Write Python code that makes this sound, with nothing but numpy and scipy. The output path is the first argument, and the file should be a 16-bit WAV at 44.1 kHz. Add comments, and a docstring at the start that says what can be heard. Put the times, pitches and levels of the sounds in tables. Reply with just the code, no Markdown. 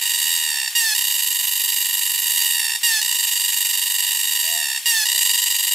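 """Rainforest: a large cicada close by throbs in phrases that slow down, stop and restart with a falling whine.
Muscle pulls buckle its ribs: bursts of click harmonics plus scraping noise; the whine is unbroken clicking.
Dove-like hoots are gliding sines; four distant cicadas drone as blurred click trains.
Scattered echoes return from the trees; faint air noise and a swelling low rumble are filtered noise."""
import sys
import numpy as np
from scipy import signal
from scipy.fft import rfft, irfft, next_fast_len
from scipy.io import wavfile
from scipy.ndimage import uniform_filter1d

SR = 44100
rng = np.random.default_rng(int(sys.argv[2]) if len(sys.argv) > 2 else 0)


def store_pcm(level_fs):
    """Save levels as 16-bit WAV."""
    pcm = np.round(np.clip(level_fs, -1, 1) * 32767).astype(np.int16)
    wavfile.write(sys.argv[1], SR, np.atleast_2d(pcm).T)


N = 253134  # samples


def gain_of(db):
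    """Decibels to amplitude gain."""
    return 10 ** (np.asarray(db) / 20)


def evened(x):
    """Scales to rms 1."""
    return x / np.sqrt(np.mean(x ** 2) + 1e-20)


def read(points, hz):
    """Interpolates a spectrum table on a log-frequency axis."""
    f, value = np.transpose(points)
    return np.interp(np.log(hz + 1), np.log(f + 1), value)


def curves(rows):
    """Interpolates every column of a table over time, sample by sample."""
    s, *columns = np.transpose(rows)
    return [np.interp(np.arange(N) / SR, s, c) for c in columns]


def wander(seconds):
    """Twice-averaged noise of rms 1; each average spans the given time."""
    size = max(round(seconds * SR), 2)
    noise = rng.standard_normal(N)
    return evened(uniform_filter1d(uniform_filter1d(noise, size), size))


def coloured(x, db_at):
    """Filters by a gain in dB given as a function of frequency."""
    size = next_fast_len(N)
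    gain = gain_of(db_at(np.fft.rfftfreq(size, 1 / SR)))
    return irfft(rfft(x, size) * gain, size)[..., :N]


def bells_db(rows, hz):
    """Sum of bell-shaped resonances (+dB) and dips (-dB)."""
    return sum(db * np.exp(-((hz - f) / width) ** 2) for f, width, db in rows)


def colour(first, second=None, blend=0, treble_db=0):
    """Gains of the harmonics, blended between two tables, with total power 1."""
    gains = []
    for (k, a), (_, b) in zip(first, second or first):
        tilt_db = treble_db * (k > 9.5)  # treble: harmonic 10 and up
        gains.append(gain_of(a + (b - a) * blend + tilt_db))
    total = np.sqrt(sum(g ** 2 for g in gains) / 2)
    return [g / total for g in gains]


def ribs(hz, gains, drift, jitter, flutter_db):
    """A train of rib clicks as its harmonics; uneven timing blurs the upper ones most."""
    turns = np.cumsum(hz * (1 + drift * wander(0.00409))) / SR + jitter * wander(0.00077)
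    out = np.zeros(N)
    for k, gain in enumerate(gains, 1):
        flutter = gain_of(flutter_db * np.sqrt(k / len(gains)) * wander(0.004))
        phase = 2 * np.pi * (k * turns + 0.0208 * k * k)
        out += gain * flutter * np.cos(phase)
    return out


def rasp():
    """Scraping between the click harmonics: coloured noise of rms 1."""
    # scraping spectrum: f/Hz, relative level/dB per Hz
    rasp_spectrum = [(400, -60), (700, -34), (1050, -22), (1400, -28), (1900, -8), (2300, -13), (2900, -4),
                     (3400, -5), (4700, -4), (6100, -7), (7400, -6), (9000, -8), (12500, -5), (16000, -12)]
    return evened(coloured(rng.standard_normal(N), lambda hz: read(rasp_spectrum, hz)))


def hump(rise_ms, fall_ms, power):
    """The swell of one pull, top in the middle."""
    t_ms = np.arange(-600, 601) / SR * 1000
    return np.exp(-abs(t_ms / np.where(t_ms < 0, rise_ms, fall_ms)) ** power)


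def pull_train():
    """One impulse per muscle pull; groups of four lengthen with the square of the way through their run."""
    # runs of like groups, each lasting until the next row; within a phrase the groups tend to grow:
    # first pull t/s, groups, pulls per group, first spacing/ms, first level/dB, last level/dB (relative)
    runs = [(0.016, 3.63, 3, 10.5, -20.5, -19.5), (.179, 2, 3, 11.5, -20, -19.5),
            (.258, 8.01, 4, 11.5, -19.5, -21.5), (.679, 0.97, 1, 0, -19.5, -19.5),
            (0.952, 4.52, 2, 10.5, -18, -19), (1.102, 4, 3, 11, -19.5, -20), (1.265, 23, 3, 10.5, -20, -20),
            (2.222, 3, 3, 10.5, -20, -19), (2.338, 8.67, 4, 11.8, -19, -20.5),
            (2.761, 0.89, 1, 0, -20.5, -19.5), (3.017, 3.82, 2, 12.5, -18.5, -18),
            (3.147, 21, 3, 10, -20, -20), (4.027, 6, 3, 11, -19.5, -20.5), (4.274, 4.04, 3, 10.5, -20, -20),
            (4.431, 6.44, 4, 11.5, -20, -21), (4.749, 1.19, 3, 14.5, -21, -20),
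            (5.057, 4.76, 2, 11.5, -17.7, -16.5), (5.211, 12, 3, 10, -17, -19.5),
            (5.713, 1, 3, 10.5, -18.5, -19)]
    slowing = 0.31  # share by which the last group of four outlasts the first
    hurry_ms, timing_ms, level_spread_db = 0.69, 0.3, 0.43
    pulls = np.zeros(N)
    for (first, groups, count, ms, first_db, last_db), after in zip(runs, runs[1:] + runs[-1:]):
        groups, k = round(groups), np.arange(round(count))
        way = np.linspace(0, 1, groups)[:, None]
        stretch = 1 + slowing * (len(k) == 4) * way ** 2
        starts = first + (after[0] - first) * (np.cumsum(stretch, axis=0) - stretch) / stretch.sum()
        luck = rng.standard_normal((groups, len(k), 2))
        early = (k == 1) * (len(k) == 3)  # in a triplet the second pull hurries
        at = starts + (k * ms * stretch - hurry_ms * early + timing_ms * luck[..., 0]) / 1000
        level_db = first_db + (last_db - first_db) * way + level_spread_db * luck[..., 1]
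        pulls[np.round(at * SR).astype(int)] += gain_of(level_db)
    return pulls


def belly():
    """Click rate, slackness, treble and spring-back: the belly tightens as a phrase opens, slackens at its close."""
    # phrases: start t/s, end t/s, click rate before sag f/Hz, base treble/dB, base spring-back/dB
    phrases = [(-1.2, .7, 931, -4.5, -5.5), (.945, 2.78, 933, 0, -5.2), (3.01, 4.8, 931, -2.5, -4.8),
               (5.05, 6.9, 940, -5, -5.5)]
    # tightening: t after start/s, slackness 0-1, added treble/dB, added spring-back/dB
    opening_rows = [(0, .3, -2, -3), (.15, 0, -2, 0), (0.598, .06, 1, -0.3), (1., 0.17, 0.5, -0.6)]
    # slackening: t before end/s, slackness 0-1, added treble/dB, added spring-back/dB
    closing_rows = [(0, 0.75, -4, -8), (.16, 0.85, 2, -2.5), (.27, .16, 1, 0.5), (.45, 0, 0, 0.5)]
    sag_hz = 29.91  # click rate lost at closing slackness 1
    t, out = np.arange(N) / SR, np.zeros((4, N))
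    after, *opening = np.transpose(opening_rows)
    before, *closing = np.transpose(closing_rows)
    for start, end, hz, treble_db, spring_db in phrases:
        slack, treble, spring = [np.interp(t - start, after, a) + np.interp(end - t, before, b)
                                 for a, b in zip(opening, closing)]
        slack = np.clip(slack, 0, 1.3)
        rate_hz = hz - sag_hz * np.interp(end - t, before, closing[0]) ** 1.5
        now = t > start - .1  # each phrase overwrites the one before
        out[:, now] = np.array([rate_hz, slack, treble_db + treble, spring_db + spring])[:, now]
    return out


def buzz():
    """Each pull buckles the ribs in a burst of clicks; they spring back faster and softer."""
    # click harmonics, belly taut: multiple, relative level/dB
    taut = [(1, -15.5), (2, -2.5), (3, 1.5), (4, -0.5), (5, 1), (6, -10), (7, -5.5), (8, 3), (9, 3.5),
            (10, -8), (11, -7.5), (12, 2.5), (13, 6), (14, 4), (15, -10), (16, -5)]
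    # click harmonics, belly slack: multiple, relative level/dB
    slack_harmonics = [(1, -10), (2, 5), (3, 3.5), (4, 1.5), (5, 1), (6, 0), (7, -15.5), (8, 0), (9, -0.5),
                       (10, 1.5), (11, -1), (12, -10), (13, -3.5), (14, -7.5), (15, -5), (16, -22)]
    # spring-back harmonics: multiple, relative level/dB
    spring_harmonics = [(1, -14.5), (2, -11), (3, 4), (4, -3), (5, -12), (6, -7.5), (7, -3), (8, -10),
                        (9, 6), (10, -3), (11, -8.5), (12, -21), (13, -8), (14, -43), (15, -64), (16, -38)]
    back_delay_s, slip_lead_s = 0.0044, 0.0038
    pulls = pull_train()
    hz, slack, treble_db, spring_db = belly()
    inward = signal.oaconvolve(pulls, hump(2.8, 3.3, 2.8), "same")
    back = signal.oaconvolve(pulls, hump(2.6, 3.6, 2.2), "same")
    back = np.roll(back, round(back_delay_s * SR))
    back_share = (back ** 6 + 1e-20) / (back ** 6 + inward ** 6 + 1e-20)  # 1 where spring-back dominates
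    quicker = 1 + (.06 - .03 * slack) * back_share
    back = back * gain_of(spring_db)
    inward_gains = colour(taut, slack_harmonics, slack, treble_db)
    gains = [inward * a + back * b for a, b in zip(inward_gains, colour(spring_harmonics))]
    # every pull starts its clicks afresh: the beat slips by a random part of a turn just before it
    slip_hz = uniform_filter1d((pulls > 0) * rng.uniform(-.5, .5, N), 70) * SR
    slip_hz = np.roll(slip_hz, -round(slip_lead_s * SR))
    clicks = ribs(hz * quicker + slip_hz, gains, drift=.003, jitter=.005, flutter_db=1.8)
    scrape = gain_of(-8 - 2 * slack) * (inward + .5 * back) * rasp()
    return gain_of(0.5) * (clicks + scrape)


def whine():
    """Unbroken clicking that slides down; the colour turns as it falls."""
    # held whines: start t/s, end t/s, base level/dB, first click rate f/Hz, last click rate f/Hz
    whines = [(0.75, 0.942, -20, 945.7, 852), (2.83, 3.005, -19.5, 944, 858),
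              (4.856, 5.045, -19.5, 948, 851.3)]
    # course they share: share of length, level offset/dB, share of slide, treble/dB
    slide = [(0, 0.1, 0.019, -7), (.15, -1, .03, -2.5), (.5, -2.5, .5, -5), (.88, -4, .96, 0),
             (1, -4.6, 1, -3)]
    # click harmonics, whine high: multiple, relative level/dB
    high_harmonics = [(1, -17), (2, -4.5), (3, 1), (4, -4), (5, -2), (6, -5.5), (7, -12.5), (8, -1),
                      (9, -2), (10, -2), (11, -8.5), (12, -9), (13, -6), (14, -4), (15, -15), (16, -26)]
    # click harmonics, whine low: multiple, relative level/dB
    low_harmonics = [(1, -10.5), (2, 4.5), (3, 2), (4, 2), (5, 3.5), (6, 3), (7, 2), (8, -3.5), (9, -6.5),
                     (10, 2), (11, 0), (12, -3), (13, -9), (14, -14), (15, -14), (16, -14)]
    # stretched-belly bands that the harmonics slide through: f/Hz, width/Hz, boost (+) or dip (-)/dB
    belly_bands = [(1801, 44, 5.5), (1860, 27, 0.5), (2682, 78.6, -8), (3644, 74, -11), (4545, 39, -16),
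                   (5440, 120, -5.5), (6491, 110, -2), (7190, 120, -12), (7740, 79, 5), (8900, 60, -19)]
    rib_count, attack_s, release_s = 5, 0.0034, 0.0057
    rows = []
    for start, end, level_db, first, last in whines:
        for share, db, slid, treble_db in slide:
            rows.append((start + share * (end - start), level_db + db, first + slid * (last - first), treble_db))
    db, hz, treble_db = curves(rows)
    t = np.arange(N) / SR
    on = sum(np.clip((t - w[0]) / attack_s, 0, 1) * np.clip((w[1] - t) / release_s, 0, 1) for w in whines)
    fallen = np.clip((930 - hz) / 60, 0, 1.2)
    gains = colour(high_harmonics, low_harmonics, fallen, treble_db)
    clicks = ribs(hz, gains, drift=0.00339, jitter=0.0047, flutter_db=2.0)
    # each pull buckles all the ribs in turn: sidebands
    pull_phase = 2 * np.pi * np.cumsum(hz) / SR / rib_count
    clicks = coloured(clicks * (1 + .22 * np.cos(pull_phase)), lambda f: bells_db(belly_bands, f))
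    scrape = gain_of(-7.0 + 2.3 * wander(0.00067)) * rasp()
    return on * gain_of(db + 2.0) * (clicks + scrape)


def path_db(hz):
    """Narrow bands are cancelled by close reflections; a low cut leaves little below about 620 Hz."""
    # cancelled bands: f/Hz, width/Hz, depth/dB
    notches = [(1336, 60, -19), (1555, 63, -8.5), (2200, 26, -16), (5910, 190, -4.5), (8920, 274, -14)]
    return bells_db(notches, hz) - 10 * np.log10(1 + (620 / (hz + 1)) ** 8)


def forest(x):
    """Scattered echoes from trunks and leaves, mixed differently for each ear."""
    # decay by frequency: f/Hz, t60/s
    decay = [(500, 0.33), (2000, 0.13), (6000, 0.42), (14000, 0.18)]
    taps = np.zeros((2, SR // 2))
    # one random-sign echo in every 20 samples
    at = np.arange(130, SR // 2 - 20, 20) + rng.integers(0, 20, (2, (SR // 2 - 131) // 20))
    np.put_along_axis(taps, at, rng.choice([-1., 1.], at.shape), 1)
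    hz, t, z = signal.stft(taps, SR, nperseg=256)
    decay_db = -60 * t / read(decay, hz)[:, None]
    tail = signal.istft(z * gain_of(decay_db), SR, nperseg=256)[1]
    tail = tail + 0.52 * tail[::-1]  # partly shared between the ears
    return signal.fftconvolve(x[None], tail / np.linalg.norm(tail[0]), axes=1)[:, :N]


def hoot(start, top, end, db, first_hz, top_hz, last_hz):
    """A soft, nearly pure whistle that glides to its middle pitch, then sags."""
    ends_db = -22  # level at start and end, relative to the loudest point
    t = np.arange(N) / SR
    up = np.clip((top - t) / (top - start), 0, 1)
    down = np.clip((t - top) / (end - top), 0, 1)
    hz = top_hz + (first_hz - top_hz) * up ** 2.485 + (last_hz - top_hz) * down ** 1.6
    on = np.clip((t - start) / 0.018, 0, 1) * np.clip((end - t) / 0.03, 0, 1)
    turns = np.cumsum(hz * (1 + 0.01604 * wander(0.007))) / SR
    level_db = db + ends_db * (up ** 1.2 + down ** .75) + 2.5 * wander(0.01)
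    return on * gain_of(level_db) * np.sqrt(2) * np.sin(2 * np.pi * turns)


def hoots():
    """Dove-like birds: the sum of swelling and fading whistles."""
    # start t/s, loudest t/s, end t/s, relative level/dB, first f/Hz, f at loudest/Hz, last f/Hz
    hoot_rows = [(4.41, 4.535, 4.73, -39, 500, 703, 680), (5.09, 5.165, 5.29, -51, 540, 628, 560),
                 (4.48, 4.56, 4.62, -42, 890, 885, 870)]
    return sum(hoot(*row) for row in hoot_rows)


def chorus():
    """Four distant singers at nearby click rates, spread across the scene."""
    # distant click harmonics: multiple, relative level/dB
    far_harmonics = [(1, -20.5), (2, -0.5), (3, 3.5), (4, 2), (5, -6), (6, -0.5), (7, -29), (8, 4),
                     (9, -10), (10, -40), (11, -13), (12, 6.5), (13, -11), (14, -9.5), (15, -30), (16, -30)]
    # chorus level before the path filter: t/s, level/dB
    far_level = [(0, -30), (1.5, -33.5), (2.8, -32.5), (4, -32.5), (5, -32.5), (5.74, -33.5)]
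    out = np.zeros((2, N))
    for hz, pan in [(934, 0.27), (923, 0.77), (930.5, 0.63), (957, 0.15)]:  # f/Hz, pan 0 left - 1 right
        song = ribs(hz * np.ones(N), colour(far_harmonics), drift=.012, jitter=0.064, flutter_db=2.5)
        sides = np.sqrt([[1 - pan], [pan]])
        out += sides * (song + gain_of(-36) * rasp()) * gain_of(3.8 * wander(0.0017))
    return gain_of(curves(far_level)[0]) * evened(out)


def air():
    """Faint low noise, plus a low rumble that swells and fades."""
    # faint noise: f/Hz, relative level/dB per Hz
    air_spectrum = [(12, -59), (20, -24), (176, -14), (248, -4), (284, -5.5), (503, -4), (696, -5),
                    (800, -19), (1040, -33), (1760, -120)]
    # faint noise course: t/s, level/dB
    air_level = [(0, -72), (.7, -67), (1.5, -75), (2.2, -73.5), (2.9, -68), (4., -73), (4.6, -67.5),
                 (5.74, -68)]
    # rumble swells: start t/s, end t/s, level before flutter/dB
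    swells = [(-.1, 0.451, -74), (.52, 0.799, -72.5), (1.0, 1.35, -88), (1.651, 1.75, -80),
              (1.902, 2.05, -80), (2.149, 2.451, -84), (2.683, 3.07, -75), (3.197, 3.649, -80),
              (3.853, 4.103, -82), (4.24, 4.68, -72), (4.75, 5.15, -67), (5.199, 5.898, -76.5)]
    # rumble: f/Hz, relative level/dB per Hz
    rumble_spectrum = [(15, -30), (30, -16), (60, -16), (80, -6), (120, -4.5), (190, -5), (260, -22),
                       (500, -70)]
    ramp_s = 0.081  # ramp in and out of a swell
    t = np.arange(N) / SR
    swell = sum(gain_of(db) * np.clip(np.minimum(t - s, end - t) / ramp_s, 0, 1) for s, end, db in swells)
    a, b = rng.standard_normal((2, 3, N))
    # third noise is common to both channels
    a, b = a[:2] + 2.1 * a[2], b[:2] + 1.4 * b[2]
    faint = coloured(a, lambda hz: read(air_spectrum, hz) - 18 * (hz < 200))
    rumble = coloured(b, lambda hz: read(rumble_spectrum, hz))
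    return gain_of(curves(air_level)[0]) * evened(faint) + swell * gain_of(4.2 * wander(0.064)) * evened(rumble)


def scene():
    """Near singer right of centre, its lean fading as the camera turns; echoes, birds, chorus and air."""
    # lean to the right, opposite sign on the left: f/Hz, level/dB
    side_tilt = [(500, 0.5), (1500, 3), (4000, 2), (8000, 2), (14000, 3.5)]
    # the camera turns: t/s, share of lean
    lean_course = [(0, 0.89), (4.6, 0.81), (5.2, 0.66), (5.74, 0.19)]
    # what the forest returns: f/Hz, level/dB
    echo_spectrum = [(700, -2), (2000, -10), (4000, -5.5), (8400, -2), (13000, -2)]
    near = coloured(buzz() + whine(), path_db)
    bird = hoots()
    right = coloured(near, lambda hz: read(side_tilt, hz))
    left = coloured(near, lambda hz: -read(side_tilt, hz))
    lean = curves(lean_course)[0]
    direct = near + lean * (np.array([left, right]) - near)
    echoes = forest(coloured(near, lambda hz: read(echo_spectrum, hz)) + gain_of(-10) * bird)
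    birds = bird * gain_of([[-1.5], [.5]])
    return direct + echoes + birds + coloured(chorus(), path_db) + air()


def record(dry):
    """Band limit: linear-phase low-pass."""
    edge_hz = 15650
    lowpass = signal.firwin(511, edge_hz, window=("kaiser", 9), fs=SR)
    return signal.oaconvolve(dry, lowpass[None], "same")


dry = scene()
out = record(dry)
store_pcm(out)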